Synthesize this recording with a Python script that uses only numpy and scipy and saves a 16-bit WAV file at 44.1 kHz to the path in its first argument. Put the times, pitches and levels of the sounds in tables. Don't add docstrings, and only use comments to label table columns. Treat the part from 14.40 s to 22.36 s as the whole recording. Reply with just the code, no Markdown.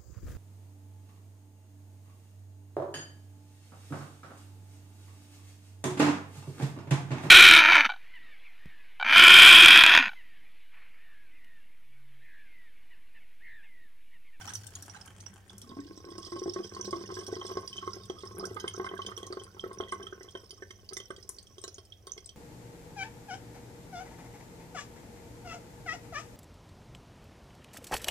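import sys
import numpy as np
from scipy import signal
from scipy.fft import rfft, irfft
from scipy.io import wavfile

SR = 44100
rng = np.random.default_rng(int(sys.argv[2]) if len(sys.argv) > 2 else 0)


def transcribe(signal):
    frames = np.atleast_2d(signal).T
    limited = np.clip(frames, -1, 1)
    pcm = np.round(limited * 32767).astype(np.int16)
    wavfile.write(sys.argv[1], SR, pcm)


N = 351036

# (frequency [Hz], t60 [s])
KITCHEN_DECAY = [(200, 0.15), (700, 0.31), (1800, 0.24), (5000, 0.21), (12000, 0.044)]
# (frequency [Hz], t60 [s])
BASIN_DECAY = [(300, 0.021), (8000, 0.0093)]
# (frequency [Hz], left minus right [dB], left lead [rad])
MIC_PAIR = [(186, -3, 0), (304, 1, 0.94), (515, 1.5, -0.15), (800, -3, 1.15), (1007, -5.5, 1.58),
            (1340, -6.5, 2), (1430, -14, 1.33), (2150, -12.5, 3), (2917, 1.5, 2.5), (4260, -21, -1.5),
            (4300, -3, -1.5), (5720, -14.5, -1.52), (8260, 20, -1.1), (11100, 7, -1.65), (15000, -6, -2)]
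# (frequency [Hz], gain [dB], t60 [s])
PIPE_MODES = [(197.2, 6.5, 0.2), (279.2, 1, 0.24), (352.3, -5, 0.25), (672, -5, 0.071), (1067, -3.5, 0.22),
              (1262, -6, 0.046), (1543, 2.5, 0.031), (3138, -1.5, 0.026)]
# (frequency [Hz], gain [dB])
ROOM_SPECTRUM = [(20, -12.5), (88, 9), (150, -7.5), (250, -11.5), (380, -8), (800, -17), (1100, -34),
                 (1800, -25.5), (3200, -28.5), (4000, -31), (5800, -25.5), (7500, -32), (15500, -33)]
# (frequency [Hz], level [dB])
HUM_TONES = [(67, -84), (100, -68), (196, -77)]
# (time [s], level [dB])
RUMBLE_LEVEL = [(0, -51), (0.4, -52), (1.1, -57), (1.6, -58.5), (2.2, -55.5), (4.2, -50), (5.5, -59),
                (7.96, -82)]
# (frequency [Hz], gain [dB])
RUMBLE_SPECTRUM = [(55, -37), (82, -13.5), (100, 7.5), (118, -10.5), (150, -16), (195, -9), (250, -31.5)]
# (time [s], level [dB])
JET_LEVEL = [(0, -49), (.1, -51.5), (.2, -59.5), (.4, -57.5), (.52, -57.5), (.555, -53), (.64, -59),
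             (.75, -57.5), (1, -64), (1.25, -55)]
# (frequency [Hz], gain [dB])
JET_SPECTRUM = [(160, -17), (270, 6), (480, -7.5), (800, -3), (1150, -9.5), (1550, -4.5), (2400, -10.5),
                (3200, -2), (4000, -17), (5700, -9.5), (9000, -8.5), (15500, -40)]
# (frequency [Hz], gain [dB])
SPRAY_SPECTRUM = [(5000, 7), (8000, -2), (15500, -6)]
# (time [s], level [dB])
SPURT_LEVEL = [(0, -67), (.085, -46), (.13, -71), (.5, -67.5), (.55, -58), (.64, -60.5), (.75, -67),
               (1.1, -74)]
# (time [s], churn level [dB], fizz level [dB])
TRICKLE_LEVELS = [(1.1, -57.5, -61), (2.04, -52.5, -53.5), (2.49, -52, -52.5), (2.96, -48, -48.5),
                  (3.27, -54.5, -51.5), (3.75, -55, -56.5), (4.05, -51.5, -54.5), (4.85, -55, -58),
                  (5.15, -59.5, -59), (5.5, -52, -62), (5.99, -64.5, -57.5), (6.29, -70, -60.5),
                  (6.6, -67.5, -60), (7.6, -72, -67)]
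# (frequency [Hz], gain [dB])
CHURN_SPECTRUM = [(140, -18.5), (194, -1), (243, -13.5), (355, 1), (520, -8), (680, -20), (880, -23),
                  (1075, -5), (1200, -34), (1530, -14), (1720, -29), (2000, -22), (2450, -21)]
# (frequency [Hz], gain [dB])
FIZZ_SPECTRUM = [(2400, -24), (2800, -5), (3150, -7.5), (4000, -27.5), (5150, -7.5), (5900, 4), (7100, -30),
                 (8300, -13), (10500, -21), (11700, -13.5), (13000, -22), (15200, -14)]
# (frequency [Hz], gain [dB])
FROTH_SPECTRUM = [(2500, -11), (2900, 0.5), (3500, 2), (4050, -7.5), (4500, -7.5), (5150, 1.5),
                  (5500, -3.5), (5850, -5.5), (6400, -7.5), (7100, -24), (8200, 1), (9200, -12),
                  (15000, -18)]
# (time [s], level [dB])
STEEL_DROPS = [(0.137, -38), (0.153, -34.5), (0.27, -41), (0.305, -48), (0.354, -40), (0.424, -36.5),
               (0.461, -45), (0.659, -41.5), (0.805, -51), (0.939, -49.5), (1.181, -39), (1.217, -42.5),
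               (4.053, -39), (4.145, -43.5), (4.336, -58), (4.776, -39), (4.866, -50), (6.8912, -29.5)]
# (frequency [Hz], gain [dB])
SPLAT_SPECTRUM = [(6000, 4.5), (9500, 5), (11700, 5), (13500, -11), (14800, 1), (15700, -22)]
# (time [s], length [s], start pitch [Hz], end pitch [Hz], level [dB])
LARGE_BUBBLES = [(0.895, 0.04, 175, 208, -55.5), (1.122, 0.051, 175, 224, -54),
                 (1.233, 0.029, 248, 252, -52), (1.313, 0.022, 271, 282, -41),
                 (1.38, 0.029, 308, 280, -37.5), (1.454, 0.026, 329, 273, -46),
                 (1.497, 0.039, 300, 342, -44.5), (1.657, 0.052, 356, 342, -45),
                 (1.927, 0.073, 348, 369, -35.5), (2.069, 0.1, 365, 344, -42.5),
                 (2.187, 0.026, 365, 362, -33.5), (2.546, 0.071, 350, 339, -39),
                 (2.943, 0.08, 345.4, 364, -51), (2.981, 0.041, 360, 350, -42),
                 (3.997, 0.025, 930, 1390, -44.5), (4.033, 0.0212, 1115, 1680, -40),
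                 (4.338, 0.018, 1170, 1570, -47), (4.459, 0.022, 1310, 1830, -44.5),
                 (4.562, 0.024, 1770, 1360, -48.5), (4.59, 0.021, 1073, 1160, -38),
                 (5.729, 0.026, 1290, 1600, -65)]
# (time [s], pitch [Hz], ring level [dB], burst level [dB])
LOUD_PINGS = [(0.011, 1502, -52, -51.5), (0.076, 865, -51, -44), (0.092, 1520, -57, -44.5),
              (0.136, 5940, -42, -44.5), (0.153, 5800, -39.5, -45), (0.267, 8450, -48, -51),
              (0.353, 6800, -43, -49), (0.424, 5680, -60, -53), (0.497, 5670, -50.5, -55),
              (0.549, 1554, -54, -58), (0.563, 833, -54.5, -55), (0.613, 5254, -51, -60),
              (0.804, 6370, -58, -52), (0.863, 5750, -44.5, -76), (1.096, 3430, -53.5, -59),
              (1.216, 3350, -58, -52), (1.781, 5040, -49, -50.5), (1.849, 5040, -48, -55),
              (1.919, 4900, -51, -55), (1.995, 5740, -47, -56), (2.037, 5770, -46.5, -77),
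              (2.095, 5470, -41.5, -63), (2.136, 5800, -43, -49), (2.253, 5660, -56, -62),
              (2.348, 4480, -50, -52), (2.411, 5870, -37.5, -57), (2.445, 5730, -45, -50.5),
              (2.508, 5100, -45, -46.5), (2.562, 5330, -50, -54), (2.741, 5850, -50, -53),
              (2.866, 5570, -43.5, -44.5), (3.013, 3180, -46.5, -63), (3.066, 5150, -46, -47),
              (3.172, 5160, -46, -66), (3.276, 4920, -41.5, -49), (3.329, 3060, -46.5, -54),
              (3.366, 3080, -53, -47), (3.38, 3116, -42, -60), (3.533, 5130, -40.5, -51.5),
              (3.698, 3236, -46, -51.5), (3.872, 5350, -48, -71.5), (3.996, 5090, -42.5, -60),
              (4.054, 5670, -41.5, -46), (4.199, 3165, -48.5, -45), (4.279, 3200, -39.5, -41.5),
              (4.338, 6100, -47, -75), (4.489, 3090, -48, -78), (4.619, 3040, -44.5, -57),
              (4.664, 3175, -41.5, -44), (4.776, 3275, -46, -55), (4.83, 3210, -47, -54),
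              (4.866, 5960, -48, -49), (4.925, 4540, -44.5, -54), (5.036, 8930, -56, -52),
              (5.195, 3230, -43, -60), (5.408, 3250, -47, -59), (5.436, 3210, -47.5, -77.5),
              (5.492, 3150, -53.5, -58), (5.521, 8870, -44.5, -54), (5.668, 3234, -45, -58),
              (5.887, 3250, -53, -69), (5.951, 3170, -47, -64), (6.107, 5090, -48, -48),
              (6.307, 3160, -54.5, -51.5), (6.49, 4820, -42, -56), (6.533, 8990, -54, -42.5),
              (6.568, 6180, -48, -39.5), (6.601, 3170, -48, -52), (6.705, 8470, -55, -58),
              (6.763, 3230, -57.5, -55.5), (6.827, 5100, -53, -55.5), (6.892, 9400, -41.5, -52),
              (6.985, 4600, -49, -52), (7.182, 3210, -53.5, -55.5), (7.215, 8270, -51, -63),
              (7.239, 5870, -60, -42), (7.279, 5590, -54, -45.5), (7.343, 6650, -50, -56),
              (7.382, 3210, -55, -54), (7.522, 3310, -49, -67), (7.669, 8740, -54, -49.5),
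              (7.719, 6120, -37.5, -65), (7.778, 3260, -52.5, -51), (7.859, 8260, -46.5, -56),
              (7.891, 3200, -53, -51.5)]
SLOT_NOTES = [3255, 5220, 8640]
# (frequency [Hz], gain [dB])
BURST_SPECTRUM = [(1200, -14), (2500, -9), (3200, -0.5), (4000, -3), (5200, 4.5), (6000, 10.5),
                  (7200, -10.5), (8600, 5.5), (10300, -9.5), (11700, -12), (13200, -25), (15500, -10)]
# (time [s], low ring level [dB], pop pitch [Hz], pop level [dB])
LOUD_GULPS = [(1.315, -45, 1020, -49.5), (1.368, -41.5, 1050, -52.5), (1.575, -48.5, 1045, -54.5),
              (1.681, -52, 1020, -54), (1.752, -54, 1070, -54), (1.782, -43, 1087, -46.5),
              (1.921, -41.5, 1060, -43.5), (1.962, -37, 1080, -43), (2.017, -37, 1084, -47),
              (2.059, -33.5, 1060, -52), (2.077, -34, 1068, -48), (2.161, -34.5, 1096, -40.5),
              (2.201, -39.5, 1130, -52), (2.346, -52, 1054, -53), (2.364, -50, 1048, -41.5),
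              (2.394, -44, 1044, -48), (2.447, -54, 1040, -70), (2.477, -39.5, 1086, -49),
              (2.528, -33.5, 1099, -34.5), (2.564, -44, 990, -50), (2.61, -44, 1030, -49),
              (2.702, -42.5, 1050, -42), (2.768, -45.5, 1040, -41.5), (2.787, -45.5, 1060, -55),
              (2.887, -43, 1000, -63), (2.926, -37, 1070, -69), (2.965, -41, 1020, -47),
              (3.014, -53, 1060, -42.5), (3.048, -45, 1095, -47), (3.096, -46, 1070, -46),
              (3.112, -43, 1050, -44.5), (3.17, -36, 1072, -36), (3.229, -57, 1070, -48),
              (3.425, -49.5, 1083, -41), (3.475, -39.5, 1083, -38), (3.698, -36.5, 1050, -54),
              (3.834, -44.5, 1083, -46), (3.947, -49, 1040, -72), (3.996, -44.5, 1073, -57),
              (4.027, -42.5, 1084, -62), (4.111, -41.5, 1040, -64), (4.038, -43.5, 1314, -58),
              (4.165, -47.5, 1224, -38.5), (4.241, -37.5, 1010, -41), (4.253, -43.5, 1205, -56),
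              (4.277, -65, 2130, -44), (4.397, -35.5, 1080, -39), (4.413, -44, 1200, -57),
              (4.443, -48, 1046, -37.5), (4.464, -59, 1073, -38), (4.513, -43, 1050, -47),
              (4.536, -40.5, 1036, -44), (4.59, -46, 1114, -42), (4.686, -61, 1140, -46),
              (4.716, -52, 1207, -44), (4.775, -52, 1140, -51), (4.829, -44.5, 1090, -54),
              (4.871, -51, 1100, -57), (4.903, -43.5, 1044, -67), (4.925, -44, 1205, -44.5),
              (4.97, -40.5, 1057, -45), (5.014, -50, 1067, -54), (5.065, -66, 1077, -55.5),
              (5.166, -56, 910, -56), (5.238, -39.5, 1310, -45.5), (5.262, -46, 1100, -59),
              (5.312, -47.5, 1030, -48.5), (5.401, -36, 1064, -40.5), (5.426, -44.5, 1070, -48),
              (5.522, -44.5, 1080, -34), (5.597, -50, 1070, -52), (5.612, -46, 1600, -57.5),
              (5.666, -59, 1315, -49.5), (5.725, -45, 1470, -48), (5.808, -48.5, 1970, -53),
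              (5.951, -41.5, 1020, -45), (6.222, -44.5, 1786, -47), (6.305, -55, 2116, -50.5),
              (6.51, -55.5, 1050, -61), (6.523, -49, 1290, -55), (6.568, -49, 2030, -41),
              (6.602, -50.5, 1120, -60), (6.704, -41, 1168, -41.5), (6.892, -58.5, 1030, -53.5),
              (7.181, -51, 1110, -63), (7.239, -47.5, 1090, -50), (7.277, -52.5, 1330, -62),
              (7.381, -51, 1090, -57.5), (7.67, -53, 1094, -52.5), (7.777, -54, 2145, -56)]
# (frequency [Hz], gain [dB])
THUMP_SPECTRUM = [(90, -32.5), (190, -8.5), (245, -27), (350, -7.5), (480, -1.5), (700, -5), (880, -13.5),
                  (1300, -45.5)]
# (frequency [Hz], gain [dB])
POP_SPECTRUM = [(500, -18.5), (850, -8), (1080, 2.5), (1300, -1.5), (1550, -6), (1720, -14.5), (1900, 1.5),
                (2100, 4), (2350, -41), (3000, -4.5)]

UNCOVER_S = 1.1
LEVEL_SPAN_S = 0.015
EDGE_HZ = 15900
TIME, FREQS = np.arange(N) / SR, np.fft.rfftfreq(N, 1 / SR)
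AGE = TIME[:SR // 8]


def amp(db):
    return 10 ** (np.asarray(db) / 20)


def decay(t, t60):
    return np.exp(-np.log(1000) * t / t60)


def unit_rms(x):
    return x / np.sqrt(np.mean(abs(x) ** 2) + 1e-20)


def unit_level(x):
    return x / np.sqrt(np.sum(x ** 2) / (LEVEL_SPAN_S * SR) + 1e-20)


def at_hz(table, hz, column=1):
    columns = np.transpose(table)
    return np.interp(np.log(hz + 1), np.log(columns[0] + 1), columns[column])


def at_time(table, s, column=1):
    columns = np.transpose(table)
    return np.interp(s, columns[0], columns[column])


def add(mix, s, sound):
    part = mix[max(round(s * SR), 0):][:len(sound)]
    part += sound[:len(part)]


def colour(x, spectrum):
    hz = abs(np.fft.fftfreq(8192, 1 / SR))
    octaves_below = np.maximum(np.log2(spectrum[0][0] / (hz + 1)), 0)
    octaves_above = np.maximum(np.log2((hz + 1) / spectrum[-1][0]), 0)
    gain = amp(np.maximum(at_hz(spectrum, hz) - 30 * (octaves_below + octaves_above), -90))
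    taps = np.fft.ifft(np.exp(np.conj(signal.hilbert(np.log(gain))))).real[:len(hz) // 2]
    return signal.oaconvolve(x, taps / np.linalg.norm(taps))[:len(x)]


def drift(rate_hz):
    return unit_rms(irfft(rfft(rng.standard_normal(N)) / (1 + (FREQS / rate_hz) ** 4), N))


def ragged(samples, lump_db, lump_hz):
    knots = np.clip(rng.standard_normal(256), -2, 2)
    return amp(lump_db * np.interp(np.arange(samples) / SR * lump_hz, np.arange(len(knots)), knots))


def clicks(per_s, spread_db):
    size = amp(spread_db * np.minimum(rng.exponential(1, N), 4)) * rng.choice([-1, 1], N)
    return unit_rms(size * (rng.random(N) < per_s / SR))


def background(room_db=-61, apart_db=-5, rumble_db=-2, waver_rad=0.83):
    common, left, right = (unit_rms(colour(rng.standard_normal(N), ROOM_SPECTRUM)) for _ in range(3))
    air = amp(room_db) * (common + amp(apart_db) * np.array([left, right]))
    hum = sum(amp(db) * np.sqrt(2) * np.sin(2 * np.pi * hz * TIME + waver_rad * drift(rate_hz=9.3))
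              for hz, db in HUM_TONES)
    rumble = colour(rng.standard_normal(N), RUMBLE_SPECTRUM)
    return air + hum + amp(at_time(RUMBLE_LEVEL, TIME) + rumble_db) * rumble


def echoes(x, t60_table, delay_s, alike_hz=800):
    hz, t, (left, other) = signal.stft(rng.standard_normal((2, SR // 2)), SR, nperseg=128)
    alike = 1 / (1 + (hz[:, None] / alike_hz) ** 4)
    right = alike * left + np.sqrt(1 - alike ** 2) * other
    tail = signal.istft(np.array([left, right]) * decay(t, at_hz(t60_table, hz)[:, None]), SR)[1]
    tail = np.pad(tail / np.linalg.norm(tail[0]), ((0, 0), (int(delay_s * SR), 0)))
    return signal.fftconvolve(x, tail, axes=1)[:, :N]


def microphones(x):
    tilt, lead = amp(at_hz(MIC_PAIR, FREQS)), at_hz(MIC_PAIR, FREQS, column=2)
    pair = np.array([tilt * np.exp(.5j * lead), np.exp(-.5j * lead)]) * np.sqrt(2 / (1 + tilt ** 2))
    return irfft(rfft(x) * pair, N)


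def pipe(x):
    out = np.zeros(N)
    for hz, db, t60 in PIPE_MODES:
        radius = decay(1 / SR, t60)
        pole = radius * np.exp(2j * np.pi * hz / SR)
        out += 2 * amp(db) * signal.lfilter([1 - radius], [1, -pole], x).real
    return out


def ring(hz, t60, rise_s, glide):
    pitch = hz * (1 + glide * (np.tanh(AGE / LEVEL_SPAN_S) - 1 / 3))
    tone = np.sin(2 * np.pi * np.cumsum(pitch) / SR)
    return unit_level(tone * (1 - np.exp(-AGE / rise_s)) * decay(AGE, t60))


def burst(t60):
    return unit_level(rng.standard_normal(len(AGE)) * decay(AGE, t60))


def tear(t60):
    return unit_level(burst(t60) * ragged(len(AGE), lump_db=5, lump_hz=450) * np.tanh(AGE / 0.00077))


def splash(hz, t60, scatter_s, spectrum=None):
    late, phase, size = rng.random((3, len(hz), 1))
    weight = 1 if spectrum is None else amp(at_hz(spectrum, hz))[:, None]
    age = np.maximum(AGE[:len(AGE) // 3] - scatter_s * late ** 2, 0)
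    envelope = (1 - np.exp(-age / .0002)) * decay(age, t60)
    tones = np.sin(2 * np.pi * (hz[:, None] * age + phase))
    return unit_level(np.sum(weight * (0.027 + size) * envelope * tones, 0))


def strew(shapes, per_s, spread_db, size_floor, tries=3000):
    out = np.zeros(N)
    for when, size, chance, kind in rng.random((tries, 4)):
        if chance < per_s * N / SR / tries:
            gain = amp(-spread_db * np.log(size_floor + size))
            add(out, when * N / SR, gain * shapes[int(kind * len(shapes))])
    return out


def spatter(lo_hz, hi_hz, per_s, t60, spread_db=6):
    shapes = [splash(np.exp(rng.uniform(np.log(lo_hz), np.log(hi_hz), size=7)), t60, scatter_s=.003)
              for _ in range(20)]
    return unit_rms(strew(shapes, per_s, spread_db, size_floor=0.013))


def bubbles(lo_hz, hi_hz, per_s, t60, spread_db=6, sizes=30, tries=200):
    out = np.zeros(N)
    for hz in np.geomspace(lo_hz, hi_hz, sizes):
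        tone = ring(hz * rng.uniform(1.0, 1.03), t60, rise_s=0.00034, glide=0.02)
        for when, size, chance in rng.random((tries, 3)):
            if chance < per_s * N / SR / sizes / tries:
                add(out, when * N / SR, amp(-spread_db * np.log(0.027 + size)) * tone)
    return unit_rms(out)


def wet_ticks(per_s, spread_db, t60):
    return signal.oaconvolve(clicks(per_s, spread_db), tear(t60))[:N]


def jet(spatter_db=-2, tick_db=-5, bubble_db=-7, hiss_db=-13, spray_db=-55.5, spray_s=0.31):
    ticks = sum(wet_ticks(per_s=54, spread_db=6.5, t60=0.018) for _ in range(3))
    swarm = bubbles(201, 2386, per_s=600, t60=0.075, spread_db=7)
    centre = amp(tick_db) * unit_rms(colour(ticks, JET_SPECTRUM))
    centre += amp(bubble_db) * unit_rms(colour(swarm, JET_SPECTRUM))
    sides = [amp(spatter_db) * unit_rms(colour(spatter(927, 14900, per_s=330, t60=0.015), JET_SPECTRUM))
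             + amp(hiss_db) * colour(rng.standard_normal(N), JET_SPECTRUM) for _ in range(2)]
    spray = [unit_rms(colour(wet_ticks(per_s=300, spread_db=5.5, t60=0.0053), SPRAY_SPECTRUM))
             for _ in range(2)]
    flow = amp(at_time(JET_LEVEL, TIME)) * np.clip((1.3 - TIME) / 0.25, 0, 1)
    spray_fade = amp(spray_db) * np.exp(-(TIME / spray_s) ** 2 / 2)
    return flow * (np.array(sides) + centre) + spray_fade * np.array(spray)


def spurts(gain_db=-1):
    foam = spatter(642, 1820, per_s=140, t60=0.061)
    return amp(gain_db + at_time(SPURT_LEVEL, TIME)) * np.clip((1.3 - TIME) / .2, 0, 1) * foam


def openness(s, start=0.15, end=0.67, sinks_from_s=1.94, sinking_s=3.1):
    sunk = 1 - np.exp(-np.maximum(s - sinks_from_s, 0) / sinking_s)
    return start + (end - start) * sunk


def froth(centre_hz=5350, clump_db=3):
    shapes = []
    for hz in centre_hz * np.exp(0.0977 * np.clip(rng.standard_normal(30), -2, 2)):
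        near_hz = hz * np.exp(0.27 * rng.standard_normal(5))
        shape = ring(hz, t60=0.028, rise_s=0.00081, glide=0.049 * rng.random()) + 0.74 * tear(t60=0.013)
        add(shape, 0, splash(near_hz, t60=0.038, scatter_s=.008))
        shapes.append(shape)
    foam = strew(shapes, per_s=250, spread_db=4, size_floor=0.0078)
    return unit_rms(colour(foam * amp(clump_db * drift(rate_hz=17)), FROTH_SPECTRUM))


def trickle(knock_db=-2, burble_db=-3, froth_db=4, swarm_db=-4, crackle_db=-1, sizzle_db=-6):
    opened = openness(TIME)
    knocks = unit_rms(colour(clicks(per_s=160, spread_db=6), CHURN_SPECTRUM))
    burble = unit_rms(colour(bubbles(999.5, 1951, per_s=90, t60=0.066), POP_SPECTRUM))
    churn = amp(knock_db) * knocks + amp(burble_db) * np.sqrt(opened) * burble
    swarm = unit_rms(colour(bubbles(2900, 12000, per_s=300, t60=0.02), FIZZ_SPECTRUM))
    crackle = unit_rms(colour(spatter(2632, 14430, per_s=150, t60=0.027), FIZZ_SPECTRUM))
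    sizzle = spatter(7900, 12140, per_s=82, t60=0.03, spread_db=9.5)
    spitting = np.exp(-((opened - .42) / 0.031) ** 2)
    fizz = (amp(froth_db) * (1 - opened) ** 2 * froth() + amp(crackle_db) * np.sqrt(opened) * crackle
            + amp(swarm_db) * opened * swarm + amp(sizzle_db) * spitting * sizzle)
    churn *= amp(at_time(TRICKLE_LEVELS, TIME))
    fizz *= amp(at_time(TRICKLE_LEVELS, TIME, column=2))
    return np.clip((TIME - 1.05) / 0.3, 0, 1) * (churn + fizz)


def splats(hit_db=-11, tail_db=-19):
    hiss = np.zeros(N)
    for s, db in STEEL_DROPS:
        add(hiss, s, amp(db) * (amp(hit_db) * burst(t60=0.03) + amp(tail_db) * burst(t60=0.31)))
    return colour(hiss, SPLAT_SPECTRUM)


def bloops(cycles_per_lump=3.37):
    out = np.zeros(N)
    for s, length, start_hz, end_hz, db in LARGE_BUBBLES:
        progress = np.linspace(0, 1, int(length * SR))
        pitch = start_hz * (end_hz / start_hz) ** progress
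        tone = np.sin(2 * np.pi * np.cumsum(pitch) / SR)
        wobble = ragged(len(tone), lump_db=4, lump_hz=start_hz / cycles_per_lump)
        add(out, s, amp(db) * unit_level(tone * wobble * np.sqrt(progress) * (1 - progress)))
    return out


def ebbing_moments(per_s, thinning, full_flow_db=-48, swell_s=0.19, swell_db=20, tries=240):
    step_s = (N / SR - UNCOVER_S) / tries
    late, chance = rng.random((tries, 2)).T
    s = UNCOVER_S + step_s * (np.arange(tries) + late)
    ebb_db = at_time(TRICKLE_LEVELS, s) - full_flow_db
    held_back_db = swell_db * np.maximum(1 - (s - UNCOVER_S) / swell_s, 0)
    deviates = np.clip(rng.standard_normal((tries, 3)), -1.5, 1.5)
    rows = np.column_stack([s, ebb_db - held_back_db, deviates])
    return rows[chance < per_s * step_s * amp(thinning * ebb_db)]


def faint_pings(ring_db=-46, burst_db=-50, spread_db=2, smaller_db=-2):
    rows = []
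    for k, (s, flow_db, ring_dev, burst_dev, pitch_dev) in enumerate(ebbing_moments(12, thinning=.3)):
        slot = k % len(SLOT_NOTES)
        strength_db = 0.37 * flow_db + 20 * np.log10(openness(s))
        hz = SLOT_NOTES[slot] * np.exp(0.027 * pitch_dev)
        ring_level = ring_db + smaller_db * slot + strength_db + spread_db * ring_dev
        rows.append((s, hz, ring_level, burst_db + strength_db + spread_db * burst_dev))
    return rows


def pings(ring_db=1, crack_db=-3, companions=0.33):
    tones, cracks = np.zeros((2, N))
    for s, hz, ring_level, burst_level in list(LOUD_PINGS) + faint_pings():
        length, climb = rng.standard_normal(2)
        t60 = 0.024 * np.exp(0.11 * length) * np.sqrt(4000 / hz)
        note = ring(hz, t60, rise_s=0.00088, glide=0.0042 + 0.042 * climb)
        add(tones, s, amp(ring_level + ring_db) * note)
        near_hz = hz * np.exp(0.1 * rng.standard_normal(4))
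        add(tones, s, companions * amp(ring_level) * splash(near_hz, t60=0.0073, scatter_s=0.017))
        wide_hz = np.clip(np.sqrt(hz * 7500) * np.exp(0.54 * rng.standard_normal(18)), 1000, EDGE_HZ)
        cluster = splash(wide_hz, t60=0.055, scatter_s=0.0081, spectrum=BURST_SPECTRUM)
        add(tones, s, amp(burst_level) * cluster)
        add(cracks, s, amp(burst_level + crack_db) * (0.64 * tear(t60=0.017) + 0.57 * burst(t60=0.0043)))
    return tones + colour(cracks, BURST_SPECTRUM)


def neck_hz(s, start_hz=180, clear_hz=354.8, clearing_s=0.32, creep_hz_per_s=4.96):
    since = max(s - UNCOVER_S, 0)
    return clear_hz + (start_hz - clear_hz) * np.exp(-since / clearing_s) + creep_hz_per_s * since


def faint_gulps(low_db=-48.5, pop_db=-52, pop_hz=1070, spread_db=4, weakening=0.7):
    return [(s, low_db + weakening * flow_db + spread_db * low_dev,
             pop_hz * np.exp(0.11 * openness(s) * abs(pitch_dev)),
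             pop_db + weakening * flow_db + spread_db * pop_dev)
            for s, flow_db, low_dev, pop_dev, pitch_dev in ebbing_moments(19, thinning=.55)]


def gulps(low_db=2, upper_db=1.04, thump_db=-1.5, cluster_db=-2, pop_db=-5, damping=1.72):
    tones, thumps, pops = np.zeros((3, N))
    for s, low_level, pop_hz, pop_level in list(LOUD_GULPS) + faint_gulps():
        opened = openness(s)
        low_hz = neck_hz(s) * np.exp(0.012 * rng.standard_normal())
        shorter = np.exp(-damping * opened)
        low = amp(low_level + low_db) * ring(low_hz, 0.11 * shorter, rise_s=0.00056, glide=0.0021)
        upper = amp(pop_level + upper_db) * ring(pop_hz, 0.09 * shorter, rise_s=0.0025, glide=0.0039)
        add(tones, s, np.sqrt(1 - opened / 2) * (low + upper))
        near_hz = 1.2 * pop_hz * np.exp(0.2455 * rng.standard_normal(8))
        cluster = splash(near_hz, t60=0.031, scatter_s=0.00779, spectrum=POP_SPECTRUM)
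        add(tones, s, amp(pop_level + cluster_db) * np.sqrt(opened) * cluster)
        add(thumps, s, amp(low_level) * np.sqrt(opened / 2) * tear(t60=0.013))
        add(pops, s, amp(pop_level) * np.sqrt(opened) * tear(t60=0.051))
    return tones + amp(thump_db) * colour(thumps, THUMP_SPECTRUM) + amp(pop_db) * colour(pops, POP_SPECTRUM)


def scene(direct_db=-1.5, basin_db=-12, kitchen_db=-13, into_pipe_db=-2):
    drain = gulps() + bloops() + pings() + splats() + trickle()
    stream = jet() + spurts()
    pipe_ring = pipe(drain + amp(into_pipe_db) * stream.mean(0))
    water = microphones(drain + pipe_ring) + stream
    basin = echoes(water, BASIN_DECAY, delay_s=0.0018)
    kitchen = echoes(0.74 * water + 0.26 * water[::-1], KITCHEN_DECAY, delay_s=0.0073)
    return amp(direct_db) * water + amp(basin_db) * basin + amp(kitchen_db) * kitchen + background()


def record(dry):
    lowpass = signal.firwin(511, EDGE_HZ, window=("kaiser", 9), fs=SR)
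    return signal.oaconvolve(dry, lowpass[None], "same")


dry = scene()
out = record(dry)
transcribe(out)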